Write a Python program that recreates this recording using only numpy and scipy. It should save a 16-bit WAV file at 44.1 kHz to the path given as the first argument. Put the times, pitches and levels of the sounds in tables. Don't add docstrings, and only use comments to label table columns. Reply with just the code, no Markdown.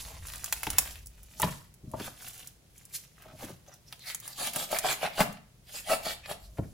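import sys
import numpy as np
from scipy import signal
from scipy.fft import rfft, irfft, next_fast_len
from scipy.io import wavfile
from scipy.ndimage import uniform_filter1d, map_coordinates

SR = 44100
rng = np.random.default_rng(int(sys.argv[2]) if len(sys.argv) > 2 else 0)


def wrap_up_sound(samples):
    columns = np.atleast_2d(samples).T
    tamed = np.clip(columns, -1, 1)
    steps = np.round(tamed * 32767).astype(np.int16)
    wavfile.write(sys.argv[1], SR, steps)


N = 296793
TOP_HZ = 15850

# time in seconds, level in dB.
RUMBLE_LEVELS = [(0.0, -45.5), (0.09, -49), (0.13, -45.5), (0.25, -42), (0.3, -49.5), (0.47, -52.5),
                 (0.63, -55), (0.69, -40), (0.85, -48.5), (1.37, -59.5), (1.42, -48.5), (1.74, -68.5),
                 (1.87, -54.5), (2.2, -66.5), (5.4, -68), (6.5, -53), (6.65, -56), (6.73, -54)]
# frequency in Hz, level in dB.
RUMBLE_COLOUR = [(20, -12), (33, -37.5), (45, 4.5), (56, 1.5), (90, -7), (200, -29), (500, -62.5)]
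# frequency in Hz, level in dB.
AIR_COLOUR = [(20, -28), (35, -28.5), (55, -4), (85, 0), (125, 8.5), (170, 4), (260, -7), (500, -8.5),
              (1200, -18), (3000, -18), (10000, -20.5), (15500, -25)]
# frequency in Hz, time to fall 60 dB in seconds.
KITCHEN_T60 = [(200, 0.51), (530, 0.33), (1400, 0.44), (3700, 0.38), (10000, 0.28), (16000, 0.25)]
# frequency in Hz, correlation from -1 to 1.
LIKENESS = [(100, .93), (300, .65), (800, .25), (2500, -.1), (7000, .1), (10000, .65), (15000, .7)]
# frequency in Hz, lead of the left in radians.
PORT_PHASE_LEAD = [(4000, 0), (6500, -.3), (8000, -1.6), (8900, -3.4), (9600, -5.3), (10800, -6.9),
                   (11700, -9.4), (12900, -12.1), (14100, -13), (15000, -16), (16000, -18)]
# frequency in Hz, left minus right in dB.
PORT_LEVEL_TILT = [(100, .6), (700, 1.8), (1300, -.3), (3000, 1.2), (5000, -2.2), (6700, -3.7), (9500, -.3),
                   (15000, 0)]

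# frequency in Hz, width in Hz, level in dB.
BOARD_MODES = [(180, 100, -11), (290, 90, -16), (403, 50, -12), (615, 90, 1), (707, 66, 5), (845, 80, -2.5),
               (1082, 150, -13), (1325, 45, -9)]
# frequency in Hz, width in Hz, level in dB.
LOADED_BOARD_MODES = [(70.4, 29, -2.5), (138, 37, 3.5), (184, 31, 1.5), (244, 110, -4), (394, 640, -16.5),
                      (620, 44, 3.5), (740, 46, -10), (1100, 260, -9)]

# start in seconds, hold in seconds, squelch in dB, rubbing on the board in dB.
HAND_MOVES = [(0, 0.01, -41, -51), (0.069, 0.1, -51, -48.5), (0.27, 0.33, -46.5, -58.5),
              (0.635, 0.27, -47, -48), (0.908, 0.074, -57, -55), (1.145, 0.25, -63, -72),
              (1.432, 0.014, -40.5, -41.5), (1.494, 0.018, -43.5, -50), (2.017, 0.05, -46.5, -44),
              (2.218, 0.057, -46, -51), (2.307, 0.14, -52, -56), (2.777, 0.031, -58.5, -80.5),
              (2.953, 0.039, -50.5, -67), (3.192, 0.0313, -61.5, -59), (3.213, 0.11, -79, -56.5),
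              (3.4, 0.049, -53.5, -45.5), (3.48, 0.032, -57, -49.5), (3.667, 0.09, -70.5, -57),
              (3.932, 0.0044, -56.5, -51.5)]
# squelch, then rubbing, in seconds.
GRIP_RISE_S = [0.12, 0.046]
# squelch, then rubbing, in seconds.
GRIP_FALL_S = [0.13, 0.039]
# frequency in Hz, level in dB.
WET_COLOUR = [(300, -24), (900, -22), (2000, -5.5), (4500, 2), (7000, 4.5), (10400, 6), (12000, -1),
              (14000, 6.5), (15700, -17.5)]
# frequency in Hz, level in dB.
RUB_COLOUR = [(100, 2), (250, -4.5), (450, -10), (700, 6.5), (1100, -11), (1600, -6), (3000, -3),
              (6000, -14)]
# time of the height in seconds, width in seconds, level in dB.
SLIDES = [(2.058, 0.019, -45.5), (2.955, 0.012, -35.5), (3.433, 0.018, -49.5), (6.581, 0.0085, -62.5),
          (6.65, 0.12, -65.5)]
# time of the height in seconds, width in seconds, level in dB, middle pitch in Hz.
SQUISHES = [(.08, .05, -59, 1170), (.35, .08, -61.5, 1930), (.74, .06, -52, 2020),
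            (2.036, .02, -55.5, 3020), (2.073, .01, -46, 1310), (3.26, .045, -60.5, 1370),
            (3.435, .025, -54.5, 1510), (3.5, .015, -59, 1100), (3.72, .012, -61.5, 1900),
            (6.583, .005, -52, 2200), (6.642, .008, -61.5, 2000)]
# time of the height in seconds, width in seconds, level in dB.
SAGS = [(1.46, 0.057, -48.5), (1.86, 0.025, -63), (1.97, 0.036, -46.5), (3.33, 0.037, -51.5),
        (3.47, 0.018, -56), (6.63, 0.076, -56)]
# start in seconds, slap in dB, starting pitch of the slap in Hz,
# time for the slap to fall 60 dB in seconds, thud of the weight in dB.
FLOPS = [(0.667, -24, 893, 0.032, -35), (0.672, -32.5, 340, 0.042, -39), (0.786, -39, 717, 0.047, -39),
         (1.398, -25.5, 992, 0.03, -52), (1.422, -36, 3276, 0.067, -33.5), (1.424, -26.5, 2085, 0.05, -44),
         (1.43, -15.5, 1104, 0.032, -57), (1.437, -22.5, 747, 0.034, -28), (1.44, -26, 237, 0.058, -46),
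         (1.473, -41, 903, 0.05, -39), (1.832, -53, 383, 0.12, -37), (1.872, -46, 221, 0.09, -35),
         (1.936, -26, 786, 0.046, -33.5), (1.955, -58, 435, 0.075, -44), (1.984, -42, 1000, 0.035, -50),
         (1.997, -34, 1104, 0.03, -45), (2.001, -29.5, 320, 0.045, -43), (2.074, -44.5, 944, 0.058, -44),
         (3.255, -42.5, 705, 0.04, -65), (3.416, -51, 1120, 0.072, -62), (3.423, -37, 577, 0.045, -48),
         (3.436, -37, 329, 0.051, -58), (3.492, -42, 679, 0.049, -64), (3.5, -43, 342, 0.069, -49),
         (3.522, -67, 298, .08, -41), (3.676, -51, 677, 0.074, -52), (6.584, -29, 682, 0.049, -31),
         (6.586, -30.5, 380, 0.058, -20), (6.612, -69, 617, 0.17, -29)]
# start in seconds, high crack in dB, lower pop in dB.
SNAPS = [(0.051, -52, -44), (0.2702, -38, -54), (0.285, -42, -44), (0.301, -47, -43), (0.3363, -41, -41),
         (0.3582, -38.5, -47), (0.4434, -28, -43), (0.4603, -36.5, -43), (0.479, -50, -44),
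         (0.5257, -20.5, -26), (0.6329, -29, -32), (0.6689, -35, -30), (0.703, -26, -35),
         (0.7313, -40, -43), (0.7843, -12, -21.5), (0.8745, -42, -44), (0.957, -50, -46),
         (1.0599, -43, -66), (1.0707, -42, -70), (1.399, -28.5, -46), (1.419, -23, -37), (1.4315, -44, -30),
         (1.4425, -46, -35), (1.741, -52, -68), (1.9152, -49, -62), (1.9995, -48, -41), (2.2842, -38, -62),
         (2.4733, -37.5, -80), (2.853, -46, -76), (3.222, -50, -53), (3.4483, -43.5, -51),
         (3.926, -39, -39), (3.994, -52, -57), (4.1, -50, -36), (4.1473, -29.5, -41), (4.2012, -41, -68),
         (4.2784, -35, -48), (4.473, -32, -33), (4.5353, -35, -42), (4.5608, -26, -33), (4.717, -31, -44),
         (4.7872, -23, -31), (5.2055, -24, -23), (5.326, -45, -66), (5.372, -66, -52), (6.259, -52, -41)]
# frequency in Hz, level in dB.
CRACK_COLOUR = [(1500, -29.5), (4500, -5.5), (6800, 4), (10400, 5.5), (13000, 1.5), (15500, 3)]
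# frequency in Hz, level in dB.
POP_COLOUR = [(200, -23), (500, 3.5), (900, 7.5), (1500, 9.5), (3200, 13.5), (4800, 8.5), (12000, -20.5)]

# time of the height in seconds, width in seconds, level in dB, pitch in Hz.
SCRAPES = [(3.682, 0.0044, -56.5, 6300), (3.735, 0.012, -59, 5700), (3.882, 0.0087, -57.5, 5460),
           (4.022, 0.017, -52.5, 4000), (4.095, 0.033, -46.5, 2070), (6.249, 0.01, -51, 2480)]
# start in seconds, ring in dB, low thump in dB.
KNOCKS = [(4.472, -34, -33), (4.563, -34.5, -25.5), (4.727, -21, -30), (4.844, -20.5, -32),
          (4.856, -27.5, -50.5), (5.029, -24.5, -53), (5.072, -30, -61), (5.191, -18, -37),
          (5.206, -12.5, -15), (5.93, -19, -38), (6.064, -25, -29.5), (6.311, -26, -42)]
# start in seconds, hold in seconds, hiss of the edge in dB, crunch of bone in dB,
# drone of the board in dB.
STROKES = [(4.075, 0.035, -37, -64, -52.5), (4.243, 0.089, -45.5, -52, -55.5),
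           (4.396, 0.087, -33, -39.5, -38.5), (4.558, 0.082, -34.5, -38, -35.5),
           (4.725, 0.04, -33.5, -33, -31), (4.855, 0.045, -34, -30, -30.5),
           (4.912, 0.015, -29.5, -35.5, -34), (5.031, 0.032, -39, -33.5, -30.5),
           (5.196, 0.021, -28, -25.5, -23.5), (5.751, 0.045, -38.5, -47.5, -63),
           (5.906, 0.034, -28.5, -29.5, -22), (6.058, 0.064, -34.5, -36.5, -39),
           (6.302, 0.018, -40, -40.5, -35), (6.417, 0.043, -55.5, -82, -70)]
# start in seconds, hold in seconds, hiss in dB, crunch in dB, board in dB.
LINGERING = [(4.362, 0.99, -58.5, -69, -57), (5.687, 0.1, -50.5, -58.5, -65),
             (5.991, 0.06, -60.5, -63, -45.5)]
# hiss, crunch, board, in seconds.
STROKE_RISE_S = [0.046, 0.047, 0.031]
# hiss, crunch, board, in seconds.
STROKE_FALL_S = [0.041, 0.026, 0.017]
# frequency in Hz, level in dB.
FLESH_COLOUR = [(600, -35.5), (2500, 1), (4500, 10.5), (5800, 3.5), (8300, 9.5), (9500, 9), (10600, 5),
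                (13500, 6.5), (15700, -2)]
# frequency in Hz, level in dB.
BONE_COLOUR = [(250, -19), (800, -28.5), (1350, -9), (1900, -1), (3000, 2), (3700, -5), (5000, -11.5),
               (9000, -24)]


def amp(db):
    return 10 ** (np.asarray(db) / 20)


def unit(x):
    return x / np.sqrt(np.mean(x ** 2) + 1e-20)


def along(points, hz):
    f, v = np.transpose(points)
    return np.interp(np.log(hz + 1), np.log(f), v)


def wobble(rate):
    knots = rng.standard_normal(int(N * rate / SR) + 4)
    return map_coordinates(knots, [np.arange(N) * rate / SR])


def filtered(x, response):
    n = x.shape[-1]
    m = next_fast_len(n + SR // 4)
    return irfft(rfft(x, m) * response(np.fft.rfftfreq(m, 1 / SR)), m)[..., :n]


def coloured(x, points, size=8192):
    cepstrum = irfft(np.log(amp(along(points, np.fft.rfftfreq(size, 1 / SR)))))
    cepstrum[1:size // 2] *= 2
    cepstrum[size // 2 + 1:] = 0
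    return signal.fftconvolve(x, irfft(np.exp(rfft(cepstrum))))[:len(x)]


def resonate(x, modes):
    def response(f):
        total = 0
        for k, (centre, width, db) in enumerate(modes):
            damping = 1j * f * width
            total = total + (-1) ** k * amp(db) * damping / (centre * centre - f * f + damping)
        return total
    return filtered(x, response)


def add(track, s, sound):
    part = track[max(round(s * SR), 0):][:len(sound)]
    part += sound[:len(part)]


def grains(rate, spread_db, smooth):
    sizes = amp(spread_db * np.minimum(rng.exponential(size=N), 4)) * rng.choice([-1, 1], N)
    slips = unit(sizes * (rng.random(N) < rate / SR))
    return unit(slips + smooth * rng.standard_normal(N))


def drifting(x, depth_db, size):
    z = signal.stft(x, nperseg=512)[2]
    field = uniform_filter1d(rng.standard_normal(z.shape), size=size, axis=0)
    field = uniform_filter1d(field, size=10, axis=1)
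    return unit(signal.istft(z * amp(depth_db * unit(field)), nperseg=512)[1][:N])


def bending(x, depth, rate):
    return map_coordinates(x, [np.cumsum(1 + depth * wobble(rate))], order=1, mode="mirror")


def swells(rows, rise_s, fall_s):
    t = np.arange(N) / SR
    power = 0
    for start, hold, *levels in rows:
        before, after = np.maximum(start - t, 0), np.maximum(t - start - hold, 0)
        fade = before / np.vstack(rise_s) + after / np.vstack(fall_s)
        power = power + amp(np.vstack(levels) - 20 * np.minimum(fade, 10)) ** 2
    return np.sqrt(power)


def humps(rows):
    t = np.arange(N) / SR
    return sum(amp(db) * np.exp(-.5 * ((t - s) / width) ** 2) for s, width, db in rows)


def pips(start, hz, strength, cycles):
    t = np.arange(SR // 60) / SR
    hz = np.minimum(hz, TOP_HZ)
    rings = strength * np.sin(2 * np.pi * hz * t) * amp(-60 * t * hz / cycles)
    return np.bincount((start + np.arange(len(t))).ravel(), rings.ravel(), N)[:N]


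def diffuse(pair):
    def mid_and_side(hz):
        turn = np.arccos(np.clip(along(LIKENESS, hz), -1, 1)) / 2
        return np.array([np.cos(turn), np.sin(turn)])
    mid, side = filtered(pair, mid_and_side)
    return np.array([mid + side, mid - side])


def background(air_db=-61, rumble_db=0):
    air = diffuse(np.array([coloured(noise, AIR_COLOUR) for noise in rng.standard_normal((2, N))]))
    sway_db = np.interp(np.arange(N) / SR, *np.transpose(RUMBLE_LEVELS))
    rumble = unit(coloured(rng.standard_normal(N), RUMBLE_COLOUR))
    return amp(air_db) * unit(air) + amp(rumble_db + sway_db) * rumble


def kitchen(x, tail_db=-8, near_db=-4, near_t60=0.035, near_hz=550, count=24):
    out = np.zeros((2, N))
    small_things = signal.butter(2, near_hz, "high", fs=SR, output="sos")
    for piece in np.array_split(np.arange(N), count):
        hz, t, z = signal.stft(rng.standard_normal((2, SR // 2)), SR, nperseg=256)
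        decay = amp(-60 * t / along(KITCHEN_T60, hz)[:, None])
        tail = signal.istft(z * decay, SR, nperseg=256)[1]
        t = np.arange(tail.shape[1]) / SR
        near = signal.sosfilt(small_things, rng.standard_normal(tail.shape))
        near = near * amp(-60 * t / near_t60) * (t > .001)
        answer = amp(tail_db) * tail / np.linalg.norm(tail[0])
        answer = answer + amp(near_db) * near / np.linalg.norm(near[0])
        for channel, echo in zip(out, signal.fftconvolve(x[None, piece], answer, axes=1)):
            add(channel, piece[0] / SR, echo)
    return diffuse(out)


def sagging(soft_hz=480):
    soft = signal.butter(2, soft_hz, fs=SR, output="sos")
    contacts = signal.sosfilt(soft, grains(rate=210, spread_db=2.5, smooth=0.16))
    return humps(SAGS) * unit(resonate(contacts, LOADED_BOARD_MODES))


def squishes(spread_octaves=0.43, count=40):
    out = np.zeros(N)
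    for s, width, db, hz in SQUISHES:
        when, octaves, size = np.clip(rng.standard_normal((3, count, 1)), -2, 2)
        start = np.round(np.abs(s + width * when) * SR).astype(int)
        cluster = pips(start, hz * 2 ** (spread_octaves * octaves), amp(3 * size), cycles=8)
        out += amp(db) * unit(cluster) * np.sqrt(2 * abs(width) * SR / N)
    return out


def sticky(wet, tick_db, centre_hz, spread_octaves, count):
    start = rng.integers(0, round(HAND_MOVES[-1][0] * SR), (count, 1))
    octaves, size = rng.standard_normal((2, count, 1))
    hz = centre_hz * 2 ** (spread_octaves * np.clip(octaves, -2, 2))
    strength = amp(tick_db + 4 * np.minimum(size, 1.5)) * wet[start]
    return pips(start, hz, strength, cycles=8)


def squelching(wet, rub, wet_db=-4, rub_db=-5, clump_db=2):
    clumps = amp(clump_db * wobble(72))
    crackle = coloured(grains(rate=920, spread_db=0.5, smooth=0.69) * clumps, WET_COLOUR)
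    rubbing = coloured(grains(rate=490, spread_db=-0.5, smooth=0.21), RUB_COLOUR)
    peel = unit(coloured(grains(rate=5000, spread_db=1, smooth=1.0), WET_COLOUR))
    squelch = amp(wet_db) * wet * drifting(crackle, depth_db=1, size=16)
    drag = amp(rub_db) * rub * drifting(rubbing, depth_db=3.5, size=5)
    return squelch + drag + humps(SLIDES) * peel


def flops(rough=0.93, width=0.32, push_s=0.0041, lag_s=0.00095, attack_s=0.0068, sink_s=0.01506, sink_octaves=.5):
    out, t = np.zeros(N), np.arange(SR // 3) / SR
    thud = resonate(np.sin(np.pi * np.minimum(t / push_s, 1)) ** 2, LOADED_BOARD_MODES)
    for s, slap_db, hz, t60, thud_db in FLOPS:
        pitch = hz * 2 ** (sink_octaves * (np.exp(-t / sink_s) - 1))
        phase = 2 * np.pi * np.cumsum(pitch) / SR
        slow = signal.butter(2, width * hz, fs=SR, output="sos")
        a, b = unit(signal.sosfilt(slow, rng.standard_normal((2, len(t)))))
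        contact = amp(slap_db - 60 * t / t60) * (1 - np.exp(-t / attack_s))
        slap = contact * ((1 + rough * a) * np.sin(phase) + rough * b * np.cos(phase))
        add(out, s, 2 * unit(slap) * np.sqrt(np.mean(contact ** 2)))
        add(out, s + lag_s, amp(thud_db) * thud / np.abs(thud).max())
    return out


def small_snaps(count=18, crack_db=-47.5, spread_db=1.5, pop_db=-18.5):
    when, size = rng.random((count, 2)).T
    start, hold = np.transpose(HAND_MOVES)[:2]
    move = rng.choice(len(HAND_MOVES), count, p=np.abs(hold) / np.abs(hold).sum())
    high_db = crack_db + spread_db * (2 * size - 1)
    return list(zip(start[move] + when * hold[move], high_db, high_db + pop_db))


def snaps(crack_t60=0.00094, tear_t60=0.035, tear_db=-13, crack_db=1, pop_db=0, length_s=.004):
    out, t = np.zeros(N), np.arange(SR // 8) / SR
    shape = amp(-60 * t / crack_t60) + amp(tear_db - 60 * t / tear_t60)
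    for s, high_db, low_db in SNAPS + small_snaps():
        burst = shape * rng.standard_normal(len(t))
        crack = amp(crack_db + high_db) * unit(coloured(burst, CRACK_COLOUR))
        pop = amp(pop_db + low_db) * unit(coloured(burst, POP_COLOUR))
        add(out, s, (crack + pop) * np.sqrt(length_s / t[-1]))
    return out


def scrapes(width_hz=480):
    out, t = np.zeros(N), np.arange(-SR // 8, SR // 8) / SR
    for s, width, db, hz in SCRAPES:
        slips = grains(rate=1200, spread_db=2, smooth=.3)[:len(t)]
        rasp = unit(resonate(slips, [(hz, width_hz, 0)]))
        add(out, s + t[0], amp(db) * np.exp(-.5 * (t / width) ** 2) * rasp)
    return out


def knocks(t60=0.0035, push_hz=190, push_t60=0.034, push_rise_s=0.0031):
    out, t = np.zeros(N), np.arange(SR // 4) / SR
    push = amp(-60 * t / push_t60) * np.sin(2 * np.pi * push_hz * t) * (1 - np.exp(-t / push_rise_s))
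    for s, ring_db, thump_db in KNOCKS:
        blow = resonate(amp(-60 * t / t60) * rng.standard_normal(len(t)), BOARD_MODES)
        add(out, s, amp(ring_db) * blow / np.abs(blow).max() + amp(thump_db) * push)
    return out


def splinters(crunch, middle_hz=1700, rise_octaves=0.61, margin_s=.02, count=45):
    begin, hold = np.repeat(np.array(STROKES)[:, :2], count, axis=0).T[..., None]
    progress = rng.random(begin.shape)
    octaves, size = rng.standard_normal((2, *begin.shape))
    when = begin - margin_s + progress * (hold + 2 * margin_s)
    start = np.round(when * SR).astype(int)
    hz = middle_hz * 2 ** (rise_octaves * (progress - .5) + .5 * octaves)
    return pips(start, hz, amp(1 + 5 * np.minimum(size, 1.7)) * crunch[start], cycles=7)


def sawing(hiss_db=-4.5, crunch_db=-6.0, board_db=-6, catch_db=1.0):
    hiss, crunch, board = swells(STROKES + LINGERING, STROKE_RISE_S, STROKE_FALL_S)
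    catch = amp(catch_db * wobble(170))
    tears = catch * grains(rate=3500, spread_db=2, smooth=.5)
    fibres = drifting(coloured(tears, FLESH_COLOUR), depth_db=3, size=14)
    slips = catch * grains(rate=1100, spread_db=2.3, smooth=.25)
    grind = drifting(coloured(slips, BONE_COLOUR), depth_db=4.5, size=7)
    shaken = resonate(slips * amp(3 * wobble(60)), BOARD_MODES)
    drone = bending(drifting(shaken, depth_db=2, size=3), depth=.025, rate=7)
    edge = amp(hiss_db) * hiss * fibres
    bone = amp(crunch_db) * crunch * grind + splinters(crunch)
    return edge + bone + amp(board_db) * board * drone


def scene(knife_wet_db=2, hands_wet_db=0, snaps_wet_db=-2):
    wet, rub = swells(HAND_MOVES, GRIP_RISE_S, GRIP_FALL_S)
    hands = squelching(wet, rub) + flops() + sagging() + squishes()
    hands = hands + sticky(wet, tick_db=6, centre_hz=3800, spread_octaves=.7, count=1100)
    joints = snaps()
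    knife = sawing() + knocks() + scrapes()
    send = amp(knife_wet_db) * knife + amp(hands_wet_db) * hands + amp(snaps_wet_db) * joints
    return knife + hands + joints + kitchen(send) + background()


def record(dry):
    half = np.array([[.5], [-.5]])

    def ports(hz):
        return amp(along(PORT_LEVEL_TILT, hz) * half) * np.exp(1j * along(PORT_PHASE_LEAD, hz) * half)
    x = filtered(dry, ports)
    x = x / (1 + (x / .8) ** 4) ** .25
    return filtered(x, lambda hz: hz < TOP_HZ)


dry = scene()
out = record(dry)
wrap_up_sound(out)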